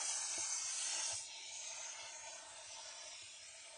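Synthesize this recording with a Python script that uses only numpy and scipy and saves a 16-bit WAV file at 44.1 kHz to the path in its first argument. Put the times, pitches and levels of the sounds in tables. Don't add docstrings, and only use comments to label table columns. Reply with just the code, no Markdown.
import sys
import numpy as np
from scipy import signal
from scipy.io import wavfile

SR = 44100
rng = np.random.default_rng(int(sys.argv[2]) if len(sys.argv) > 2 else 0)


def store_wav(level_fs):
    pcm = np.round(np.clip(np.atleast_2d(level_fs), -1, 1) * 32767)
    wavfile.write(sys.argv[1], SR, pcm.T.astype(np.int16))


N = 166257
SIZE, HOP = 1536, 256
HZ = np.fft.rfftfreq(SIZE, 1 / SR)
TIME = np.arange(N // HOP + 5) * HOP / SR


def hiss():
    # t/s, level/dB
    blast = [(0, -43), (.11, -40), (.17, -44), (.37, -42.5), (.6, -43), (.88, -42), (1.12, -43),
             (1.17, -43), (1.27, -45)]
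    # f/Hz, relative level/dB
    blast_colour = [(900, -39), (1900, -20.5), (2250, -7.5), (3100, -7.5), (3450, -9.5), (4050, -7.5),
                    (5100, -5), (5600, -2), (6100, 1.5), (6900, -1.5), (9150, -2.5), (9600, -13.5),
                    (10400, -14.5)]
    # t/s, level/dB
    soft = [(1.2, -57), (1.94, -59.5), (2.05, -56), (2.2, -65), (2.29, -59), (2.45, -66), (2.72, -61),
            (3.22, -60.5), (3.75, -65)]
    # f/Hz, relative level/dB
    soft_colour = [(1000, -41), (2020, -12), (2260, 3), (2900, 2.5), (3600, 2), (4150, 3.5), (4450, -1),
                   (4750, 0.5), (5300, 2), (6100, 3), (7000, -12), (8000, -58)]
    # t/s, level/dB
    fizz = [(1.36, -70.5), (1.68, -66), (2.09, -69), (2.79, -67.5), (3.77, -69.5)]
    # f/Hz, relative level/dB
    fizz_colour = [(5500, -13), (6700, 3), (8400, 1.5), (9250, -1.5), (9550, -17), (10400, -21)]
    # t/s, level/dB
    breath = [(0, -55.5), (.55, -58.5), (.75, -62), (.96, -58), (1.14, -62), (1.17, -74), (1.39, -75),
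              (1.8, -61), (2.7, -63), (3.13, -64.5), (3.22, -69.5), (3.77, -69)]
    # f/Hz, relative level/dB
    breath_colour = [(400, -41), (800, -0.5), (1800, 3), (2150, 2.5), (2800, -29), (6000, -62)]
    # start/s, end/s, level/dB, resonance f/Hz, width/Hz
    surges = [(-.12, .75, -47.8, 6150, 580), (.74, 1.17, -52, 3300, 1900), (.79, 1.19, -49.5, 6430, 280),
              (.81, 1.22, -50, 5680, 560), (1.12, 2.45, -63.5, 6910, 80), (1.17, 1.94, -60.5, 3900, 500),
              (1.46, 2, -53.5, 6480, 600), (1.48, 1.96, -60, 7550, 400), (1.9, 2.16, -59.5, 3150, 1000),
              (2.03, 2.44, -56.5, 6350, 640), (2.63, 3.24, -59.5, 5320, 620), (2.62, 3.25, -59, 6010, 480)]
    soft_gain_db, fizz_gain_db = 4.5, 8.5
    blast_end_s, handover_s = 1.22, .16
    jet_low_hz = 600
    ripple_db, ripple_drift_s, ripple_span_hz = 3.4, .24, 38
    dip_db, dip_s, dip_span_hz = 17, .1, 85
    patch_db, flicker_db = 1.0, .3

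    handover = ramp(TIME - blast_end_s + handover_s / 2, handover_s)
    layers = [(1 - handover) * level(blast) * colour(blast_colour),
              amp(soft_gain_db) * handover * level(soft) * colour(soft_colour),
              amp(fizz_gain_db) * handover * level(fizz) * colour(fizz_colour),
              level(breath) * colour(breath_colour)]
    layers += [surge(*row) for row in surges]
    jet = np.sqrt(sum(layer ** 2 for layer in layers))
    jet = jet * np.minimum(HZ / jet_low_hz, 1) ** 3

    ripple = ripple_db * np.minimum(drift(ripple_drift_s, ripple_span_hz), 2)
    turbulence = patch_db * drift(0.024, 710) + flicker_db * drift(0.028, 2400)
    dips = dip_db * np.maximum(drift(dip_s, dip_span_hz) - .8, 0)
    return air(jet * amp(turbulence + ripple - dips))


def surge(start, end, db, hz, width):
    rise_s, fall_s = .11, .09
    spectrum = unit(resonance(hz, width) * np.minimum(HZ / hz, 1))
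    envelope = ramp(TIME - start, rise_s) * ramp(end - TIME, fall_s)
    return amp(db) * envelope * spectrum


def undertone():
    # t/s, level/dB
    hollow_level = [(0.03, -53), (0.62, -61), (0.72, -64), (0.94, -50.5), (1.1, -53), (1.22, -65.5),
                    (1.95, -56.5), (2.57, -58), (2.68, -62.5), (2.79, -53.5), (2.82, -58), (3.13, -60),
                    (3.16, -72.5), (3.59, -68), (3.77, -60)]
    # f/Hz, width/Hz, relative level at the start/dB, relative level at the end/dB
    airway = [(336, 60, -9.5, -26.5), (647.4, 62, -1, 1.5), (800, 144, 6, -34.5), (900.7, 44, 7, -2)]
    trim_db, flutter_db = -3.0, 2.5
    late = (TIME / TIME[-1])[:, None]
    power = 0
    for hz, width, first, last in airway:
        power = power + (amp(first + (last - first) * late) * resonance(hz, width)) ** 2
    tube = np.sqrt(power / power.mean(1, keepdims=True))
    flutter = amp(flutter_db * drift(0.02, 270))
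    return air(amp(trim_db) * level(hollow_level) * tube * flutter)


def bumps():
    # t/s, thud level/dB, knock level/dB
    bump_rows = [(.376, -61, -44.5), (.403, -69, -59), (0.632, -67.5, -78), (1.119, -56, -68),
                 (2.018, -68.5, -62), (2.665, -69, -90), (3.218, -66, -63)]
    # f/Hz, relative level/dB, decay by 60 dB/s
    knock_modes = [(230, -5.5, 0.019), (340, -3, 0.1), (455, 3, 0.019), (663, 1.5, 0.057), (1620, 8, 0.012)]
    thud_hz, thud_rise_s, knock_rise_s = 97.5, 0.022, 0.0039
    out, t = np.zeros(N), np.arange(SR // 4) / SR
    swell = (t / thud_rise_s) ** 2 * np.exp(1 - (t / thud_rise_s) ** 2)
    thud = swell * np.sin(2 * np.pi * thud_hz * t)
    for s, thud_db, knock_db in bump_rows:
        ring = np.zeros(len(t))
        for hz, db, t60 in knock_modes:
            decay = np.exp(-np.log(1000) * t / t60)
            ring += amp(db) * decay * np.sin(2 * np.pi * (hz * t + rng.random()))
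        knock = ring * np.minimum(t / knock_rise_s, 1)
        add(out, s, amp(thud_db) * thud + amp(knock_db) * knock)
    return out


def background():
    # f/Hz, relative level/dB
    floor = [(20, -14), (70, 0), (100, 4), (145, -10), (220, -10), (350, -4), (480, -10), (1000, -18),
             (9000, -36)]
    floor_db, lumpy_db = -80.5, 3
    return air(amp(floor_db + lumpy_db * drift(.055, 140)) * colour(floor))


def hollowed(x):
    # start/s, end/s, f at the start/Hz, f at the end/Hz, width/Hz
    notches = [(-.03, .19, 3720, 3580, 280), (.06, .58, 1990, 1950, 140), (.14, .33, 3380, 3370, 130),
               (.34, .6, 3390, 3460, 220), (.3, .68, 5100, 4990, 90), (.82, 1.18, 3860, 3780, 90),
               (1.15, 1.31, 2970, 3000, 170), (1.27, 1.47, 4530, 4480, 210), (1.2, 1.39, 1120, 1085, 105),
               (1.41, 1.64, 1100, 1270, 210), (1.84, 2.43, 3840, 3680, 115), (2.04, 2.3, 5000, 4970, 170),
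               (2.22, 2.43, 4380, 4320, 170), (2.22, 2.52, 1750, 1720, 85), (2.65, 2.95, 6650, 6330, 140),
               (2.92, 3.31, 4350, 4470, 160), (3.02, 3.54, 4020, 3990, 85), (3.28, 3.48, 4510, 4430, 270),
               (3.33, 3.7, 1110, 1085, 65), (3.41, 3.64, 3300, 3540, 170)]
    notch_db = 43
    half_cut = amp(-notch_db / 2 * sum(hollow(*row) for row in notches))
    return shaped(shaped(x, half_cut), half_cut)


def hollow(start, end, from_hz, to_hz, width):
    fade_s = .08
    centre = np.interp(TIME, (start, end), (from_hz, to_hz))[:, None]
    opening = ramp(TIME - start, fade_s) * ramp(end - TIME, fade_s)
    return opening * 2 ** -(2 * (HZ - centre) / width) ** 2


def air(gain):
    return shaped(rng.standard_normal(N), gain)


def shaped(x, gain):
    padded = np.pad(x, (0, (len(TIME) - 1) * HOP - N))
    z = signal.stft(padded, nperseg=SIZE, noverlap=SIZE - HOP)[2]
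    return signal.istft(z * gain.T, nperseg=SIZE, noverlap=SIZE - HOP)[1][:N]


def drift(seconds, span_hz):
    z = rng.standard_normal((len(TIME), len(HZ)))
    for axis, width in enumerate((seconds * SR / HOP, span_hz * SIZE / SR)):
        kernel = np.exp(-2 * (np.arange(-200, 201) / width) ** 2)
        z = signal.fftconvolve(z, np.expand_dims(kernel, 1 - axis), "same", axes=axis)
    return unit(z)


def resonance(hz, width):
    return 1 / (1 + ((HZ - hz) / (width / 2)) ** 2 / 2)


def colour(points):
    f, db = np.transpose(points)
    return unit(amp(np.interp(np.log(HZ + 1), np.log(f), db)))


def level(points):
    return amp(np.interp(TIME, *np.transpose(points)))[:, None]


def ramp(t, length):
    return np.clip(t / length, 0, 1)[:, None]


def amp(db):
    return 10 ** (np.asarray(db) / 20)


def unit(x):
    return x / np.sqrt(np.mean(x ** 2) + 1e-20)


def add(mix, s, sound):
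    part = mix[max(round(s * SR), 0):][:len(sound)]
    part += sound[:len(part)]


def scene():
    airborne = hollowed(hiss() + undertone() + background())
    return np.tile(airborne + bumps(), (2, 1))


def record(dry):
    edge_hz = 10180
    low_pass = signal.firwin(511, edge_hz, window=("kaiser", 8), fs=SR)
    return signal.oaconvolve(dry, low_pass[None], "same")


dry = scene()
out = record(dry)
store_wav(out)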